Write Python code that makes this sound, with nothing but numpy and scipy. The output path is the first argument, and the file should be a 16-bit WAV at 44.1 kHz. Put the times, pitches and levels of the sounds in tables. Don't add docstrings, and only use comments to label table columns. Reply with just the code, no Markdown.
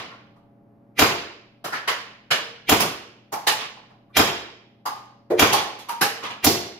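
import sys
import numpy as np
from scipy import signal
from scipy.fft import rfft, irfft
from scipy.io import wavfile
from scipy.ndimage import uniform_filter1d

SR = 44100
rng = np.random.default_rng(int(sys.argv[2]) if len(sys.argv) > 2 else 0)


def linear_from_db(decibels):
    return 10 ** (np.asarray(decibels, float) / 20)


def to_wav(sig):
    pcm = np.clip(np.atleast_2d(sig), -1, 1) * 32767
    pcm = np.round(pcm).astype(np.int16)
    wavfile.write(sys.argv[1], SR, pcm.T)


N = 299483
SPAN = 1 << 15
HZ, T = np.fft.rfftfreq(SPAN, 1 / SR), np.arange(SPAN) / SR
LEAD_IN_S = 0.04


def shot(blast_db, thump_db, cold, near, far):
    return heard(gun(blast_db, cold), near) + linear_from_db(thump_db) * heard(target(cold), far)


def gun(blast_db, cold):
    # (frequency [Hz], level [dB])
    blast_colour = [(35, -39.5), (60, -2), (809, -1), (1470, -5), (3240, -3.5), (6000, -16), (7800, -42),
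                    (13200, -120)]
    # (frequency [Hz], level [dB])
    jet_colour = [(500, -22.5), (1500, -8), (3200, 5.5), (5000, 2.5), (7000, 8.5), (8500, -1.5),
                  (12000, -6.5), (16000, -2.5)]
    # (frequency [Hz], change [dB])
    chill = [(1000, -5), (3000, -11), (6000, 5.5), (8500, 7), (12500, 9)]
    valve_colour = [(300, 8.5), (1000, -9.5), (2000, 6.5), (3400, 3.5), (5000, -7.0), (14000, -30.5)]

    blast = colour(click(LEAD_IN_S), [(f, db + cold * read(chill, f)) for f, db in blast_colour])
    since = T - LEAD_IN_S
    leak = np.exp(np.minimum(since + 0.0067, 0) / 0.0052) * (since < 0)
    valve = puff(linear_from_db(-13 - 5.9 * cold) * leak, valve_colour)
    gust = np.exp(-np.maximum(since, 0) / 0.0032) * (since >= 0)
    jet = puff(gust, [(f, db + cold * read(chill, f)) for f, db in jet_colour])
    jet_db = -18.5 + 2.5 * cold
    return linear_from_db(blast_db) * blast / abs(blast).max() + linear_from_db(jet_db) * (jet + valve)


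def target(cold):
    # (frequency [Hz], level [dB])
    slap_colour = [(40, -22), (110, -3), (220, -8), (380, 1.5), (560, -12), (1000, 1.5), (1700, -7),
                   (10000, -39)]
    # (frequency [Hz], change [dB])
    chill = [(100, 2), (200, 7.5), (400, 2), (750, -0.5), (1200, -14), (2800, -0.5), (5800, 22.5),
             (9000, -8.5)]
    # (frequency [Hz], level [dB], t60 [s])
    hollow_modes = [(68.6, -14.5, 0.32), (93.1, -8.5, 0.31), (110.6, 9, 0.21), (240, 5.5, 0.05),
                    (320, -3.5, 0.043), (359, 7.5, 0.44), (430, 3, 0.087), (478, 7, 0.18), (615, 1.5, 0.17),
                    (694, 4.5, 0.28), (783, 2, 0.2), (1110, -4.5, .15)]

    slap = colour(colour(click(), slap_colour), [(f, cold * db) for f, db in chill])
    boom = sum(ring(*mode) for mode in hollow_modes)
    thump = slap / abs(slap).max() + linear_from_db(-16.0) * boom / abs(boom).max()
    flight_s = .0265 - .0048 * cold ** 2
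    return np.roll(thump, round((LEAD_IN_S + flight_s) * SR))


def bounce(db, thud_db, crack_db, fizz_db):
    ball_hz = 1115
    modes = [(ball_hz, 0, .012), (ball_hz * .6, -6, .02), (2900, 1.5, .006)]
    path = garage(rise_s=0.0054, early_db=5.0, early_s=0.036)
    return hit(db, ball_hz, thud_db, crack_db, fizz_db, modes, -18, path)


def knock(db, low_hz, crack_db, fizz_db):
    modes = [(low_hz, 0, 22 / low_hz), (low_hz * 1.28, -1, 17 / low_hz)]
    path = garage(rise_s=0.0087, early_db=8.5, early_s=.02)
    return hit(db, low_hz, -32.5, crack_db, fizz_db, modes, 1.0, path)


def hit(db, hz, thud_db, crack_db, fizz_db, modes, ring_db, path):
    # (frequency [Hz], level [dB])
    bass_loss = [(40, -44.5), (150, -4), (320, -6.5)]
    tick_colour = [(45, thud_db - 0.5), (110, thud_db + 22.5), (200, thud_db + 21.0),
                   (340, thud_db / 2 + 8), (hz, 0), (3000, crack_db + 0.5),
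                   (6500, (crack_db + fizz_db) / 2 + 5.0), (12000, fizz_db - 0.5)]
    tick = colour(click(), sorted(tick_colour))
    rings = colour(sum(ring(*mode) for mode in modes), bass_loss)
    rings = colour(rings, [(0.6 * hz, -12), (0.9 * hz, 0)])
    dry_hit = tick / np.linalg.norm(tick) + linear_from_db(ring_db) * rings / np.linalg.norm(rings)
    sound = heard(dry_hit, path)
    return linear_from_db(db - 2.0) * sound / abs(sound.mean(0)).max()


def note(hz, db, t60, path):
    modes = ring(hz, db, t60) + ring(hz * 0.95, db - 4.0, t60 * .6) + ring(hz * .93, db - 5.0, t60 * 0.48)
    tone = modes * (1 - np.exp(-T / 0.0048))
    sound = heard(tone, path)
    return sound * abs(tone).max() / abs(sound).max()


def rattle(db, hz):
    path = garage(rise_s=0.015, early_db=14.5, early_s=0.047)
    return hit(db, hz, -25.5, 1.5, -35, [(hz, 0, .006)], -6.5, path)


def gun_spot():
    # (delay [s], level [dB])
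    wall_echoes = [(.0025, 2), (.006, -19), (0.0085, -12), (0.02, -26)]
    walls = click() + sum(linear_from_db(db) * click(s) for s, db in wall_echoes)
    tail = garage(rise_s=0.0011, early_db=-5.5, early_s=0.003, lumpy_db=-0.85)
    return walls * [[1], [.8]] + linear_from_db(12.5) * tail


def target_spot():
    # (delay [s], level [dB])
    slap_echoes = [(.0012, -2), (.0039, -9.5), (.0068, -3.5), (.0087, -8), (0.009, -11.5)]
    slaps = click() + sum(linear_from_db(db) * click(s) for s, db in slap_echoes)
    tail = garage(rise_s=0.0017, early_db=9.0, early_s=.012, lumpy_db=-1.5)
    return slaps * [[1], [.8]] + linear_from_db(12.0) * tail


def garage(rise_s, early_db, early_s, patchy_db=1.0, lumpy_db=4.0):
    # (frequency [Hz], t60 [s])
    room_decay = [(60, 0.65), (160, 0.47), (420, 0.7), (1100, 0.58), (2500, 0.69), (5000, 0.6),
                  (8000, 0.43), (15000, .3)]
    density = np.minimum(20 * T + 0.046, 1)
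    present = rng.random((2, SPAN)) < density
    taps = rng.standard_normal((2, SPAN)) * present / np.sqrt(density)
    hz, t, z = signal.stft(taps, SR, nperseg=256)
    clumps = uniform_filter1d(rng.standard_normal(z[0].shape), size=6, axis=0)
    clumps = uniform_filter1d(clumps, size=4, axis=1)
    lumps = rng.standard_normal((len(hz), 1)) * (0.37 + 0.6 * np.exp(-t / 0.043))
    fade_db = patchy_db * evened(clumps) + lumpy_db * lumps - 60 * t / read(room_decay, hz)[:, None]
    tail = signal.istft(z * linear_from_db(fade_db), SR, nperseg=256)[1][:, :SPAN]
    tail *= (1 - np.exp(-T / rise_s)) ** 2
    tail *= 1 + linear_from_db(early_db) * np.exp(-T / early_s)
    return tail / np.linalg.norm(tail[0])


def hum():
    # (frequency [Hz], level [dB])
    hum_lines = [(26.2, -64), (119, -57.5), (172.3, -71), (208.5, -61), (241, -64), (291.5, -65),
                 (316.5, -75), (414.8, -74), (570.6, -68), (664.5, -79), (690.5, -71.5), (811.5, -73),
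                 (904, -84)]
    # (frequency [Hz], level [dB])
    air_colour = [(28, -4.5), (54, -22.5), (108, -3), (223, -6), (472, -14), (1100, -25), (2400, -42),
                  (4000, -58.5), (16000, -75.5)]
    # (frequency [Hz], likeness [0-1])
    air_likeness = [(60, 1), (240, 0.82), (950, 0.15), (3770, 0.02), (15000, 0.04)]

    frames, hz = N // 512 + 6, np.fft.rfftfreq(2048, 1 / SR)
    a, b, c, d = rng.standard_normal((frames, len(hz), 4)).T
    z = ports(a + 1j * b, c + 1j * d, read(air_likeness, hz)[:, None], 0, 0)
    z = z * linear_from_db(read(air_colour, hz))[:, None]
    air = linear_from_db(-51.5 - 5.0) * evened(signal.istft(z, nperseg=2048, noverlap=1536)[1][:, :N])

    waver = evened(uniform_filter1d(rng.standard_normal((len(hum_lines), N)), 5000, axis=1))
    f, db = np.transpose(hum_lines)[:, :, None]
    t = np.arange(N) / SR
    tones = np.sin(2 * np.pi * f * t + 0.5 * waver[::-1])
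    return air + (np.sqrt(2) * linear_from_db(db + 0.84 * waver) * tones).sum(0)


def puff(envelope, points):
    z = rfft(envelope * rng.standard_normal(SPAN))
    flat = irfft(z / uniform_filter1d(abs(z), size=60), SPAN)
    burst = colour(flat, points)
    return burst * np.linalg.norm(envelope) / np.linalg.norm(burst)


def ring(hz, db, t60):
    return linear_from_db(db - 60 * T / max(t60, .003)) * np.sin(2 * np.pi * hz * T)


def click(s=0.):
    return 1. * (np.arange(SPAN) == round(s * SR))


def colour(x, points):
    log_gain = np.log(linear_from_db(np.maximum(read(points, HZ), -90)))
    phase = -signal.hilbert(np.r_[log_gain, log_gain[-2:0:-1]]).imag[:len(HZ)]
    return irfft(rfft(x, SPAN) * np.exp(log_gain + 1j * phase), SPAN)


def heard(dry, path):
    # (frequency [Hz], likeness [0-1])
    likeness = [(60, 0.99), (150, 0.99), (380, 0.91), (950, 0.3), (2400, 0.047), (6000, 0.29), (15000, 0.1)]
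    # (frequency [Hz], left minus right [dB])
    balance = [(60, -1), (150, 1), (380, 0.5), (950, -1.5), (2380, -1.5), (5980, -4.5), (15000, -7)]
    a, b = rfft(path) * rfft(dry, SPAN)
    lead = 2 * np.pi * HZ * .0001
    both = irfft(ports(a, b, read(likeness, HZ), read(balance, HZ), lead), SPAN)
    return both * np.minimum((T[-1] - T) / 0.034, 1)


def ports(a, b, same, lean_db, lead):
    same = np.clip(same, 0, 1)
    right = same * a * np.exp(-1j * lead) + np.sqrt(1 - same ** 2) * b
    return np.array([a * linear_from_db(lean_db / 2), right * linear_from_db(-lean_db / 2)])


def evened(x):
    return x / np.sqrt(np.mean(x ** 2) + 1e-20)


def read(points, hz):
    f, value = np.transpose(points)
    return np.interp(np.log(hz + 1), np.log(f + 1), value)


def add(mix, s, sound):
    at = round(s * SR)
    sound = sound[:, max(-at, 0):]
    part = mix[:, max(at, 0):][:, :sound.shape[1]]
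    part += sound[:, :part.shape[1]]


def scene():
    # (time [s], blast [dB], target thump [dB], chill of the cartridge [0-1])
    shots = [
        (0.9912, -1, -2, .1),
        (2.6928, -1.5, -2, .3),
        (4.1673, -0.5, -3, 0.2),
        (5.394, 0, -1.5, .1),
        (6.444, -5, -2, .95),
    ]
    # (time [s], peak [dB], thud [dB], crack [dB], fizz [dB])
    bounces = [
        (1.645, -16.5, -29, -14.5, -27.5),
        (1.878, -8, -40, -9, -31.5),
        (2.309, -4.5, -26, -5, -27.5),
        (2.802, -7, -17, -9, -17.5),
        (3.471, -3.5, -30.5, -5, -21),
        (3.767, -38, -40, -42, -50),
        (5.789, -34, -21, 3, -14),
        (6.013, -3, -28, -7.5, -19.5),
        (6.304, -24, -26, -8, -43),
    ]
    # (peak [dB], thud [dB], crack [dB], fizz [dB])
    earlier_bounce = (-9.5, -17, -7, -33)
    # (time [s], peak [dB], low ring [Hz], crack [dB], fizz [dB])
    knocks = [(0.113, -36.5, 1085, -48, -45), (0.361, -51, 914, -24, -35), (1.724, -16, 1340, -15, -34.5),
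              (3.324, -14, 849, -14, -24), (3.9, -45, 803, -20, -51.5), (4.096, -51.5, 1110, -32, -32.5),
              (4.857, -12, 843, -11, -25), (5.304, -7, 440, -39, -50), (5.527, -3.5, 840, -7.5, -22),
              (5.888, -14.5, 942, -7, -21), (6.23, -21.5, 950, -6, -33.5)]
    # (time [s], frequency [Hz], level [dB], t60 [s])
    thin_notes = [(1.881, 456, -35.5, 0.25), (2.309, 466.4, -31.5, 0.55), (3.324, 927, -33, 0.3),
                  (3.471, 474, -31.5, 0.46), (3.471, 855, -13.5, 0.13), (4.857, 785, -35.5, 0.21),
                  (4.857, 1216, -29, 0.34), (5.306, 358.5, -17.5, 0.34), (5.527, 821, -33, 0.22),
                  (5.891, 938, -21.5, 0.28), (6.014, 463, -25.5, 0.33), (6.014, 820, -16.5, 0.18),
                  (6.229, 1147, -24.5, 0.15)]
    # (time [s], peak [dB], ring [Hz])
    rattles = [
        (1.748, -22.5, 1870),
        (3.6, -21.5, 1300),
        (5.57, -15.5, 1300),
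        (6.243, -24, 1010),
    ]

    mix = hum()
    near, far = gun_spot(), target_spot()
    for s, *row in shots:
        add(mix, s - LEAD_IN_S, shot(*row, near, far))
    add(mix, -.12, bounce(*earlier_bounce))
    for s, *row in bounces:
        add(mix, s - .005, bounce(*row))
    for s, *row in knocks:
        add(mix, s - .005, knock(*row))
    aside = click() + linear_from_db(0.5) * garage(rise_s=0.0071, early_db=2.0, early_s=0.026, lumpy_db=-0.2)
    for s, *row in thin_notes:
        add(mix, s - .003, note(*row, aside))
    for s, *row in rattles:
        add(mix, s - .012, rattle(*row))
    return mix


def top_cut(x):
    return signal.sosfilt(signal.butter(12, 16780, fs=SR, output="sos"), x)


def record(dry):
    # (frequency [Hz], level [dB])
    mic_response = [(30, -16.5), (120, -2.5), (5000, 3), (8500, -1.5), (12000, 12.5), (15600, 3),
                    (16100, -22.5)]
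    taps = signal.firwin2(1023, HZ[::16], linear_from_db(read(mic_response, HZ[::16])), fs=SR)
    x = signal.oaconvolve(dry, taps[None], "same")
    power_db = 10 * np.log10(abs(uniform_filter1d((x ** 2).mean(0), 400)) + 1e-12)
    fall = np.arange(N) * 7.6 / SR
    held_db = np.maximum.accumulate(power_db + fall) - fall
    over_db = np.maximum(held_db + 24, 0)
    x = x / linear_from_db(0.19 * uniform_filter1d(over_db, 200))
    x = 1.326 * np.tanh(x / 1.265)
    edge = signal.firwin(255, 16300, window=("kaiser", 5), fs=SR)
    return top_cut(signal.oaconvolve(x, edge[None], "same"))


dry = scene()
out = record(dry)
to_wav(out)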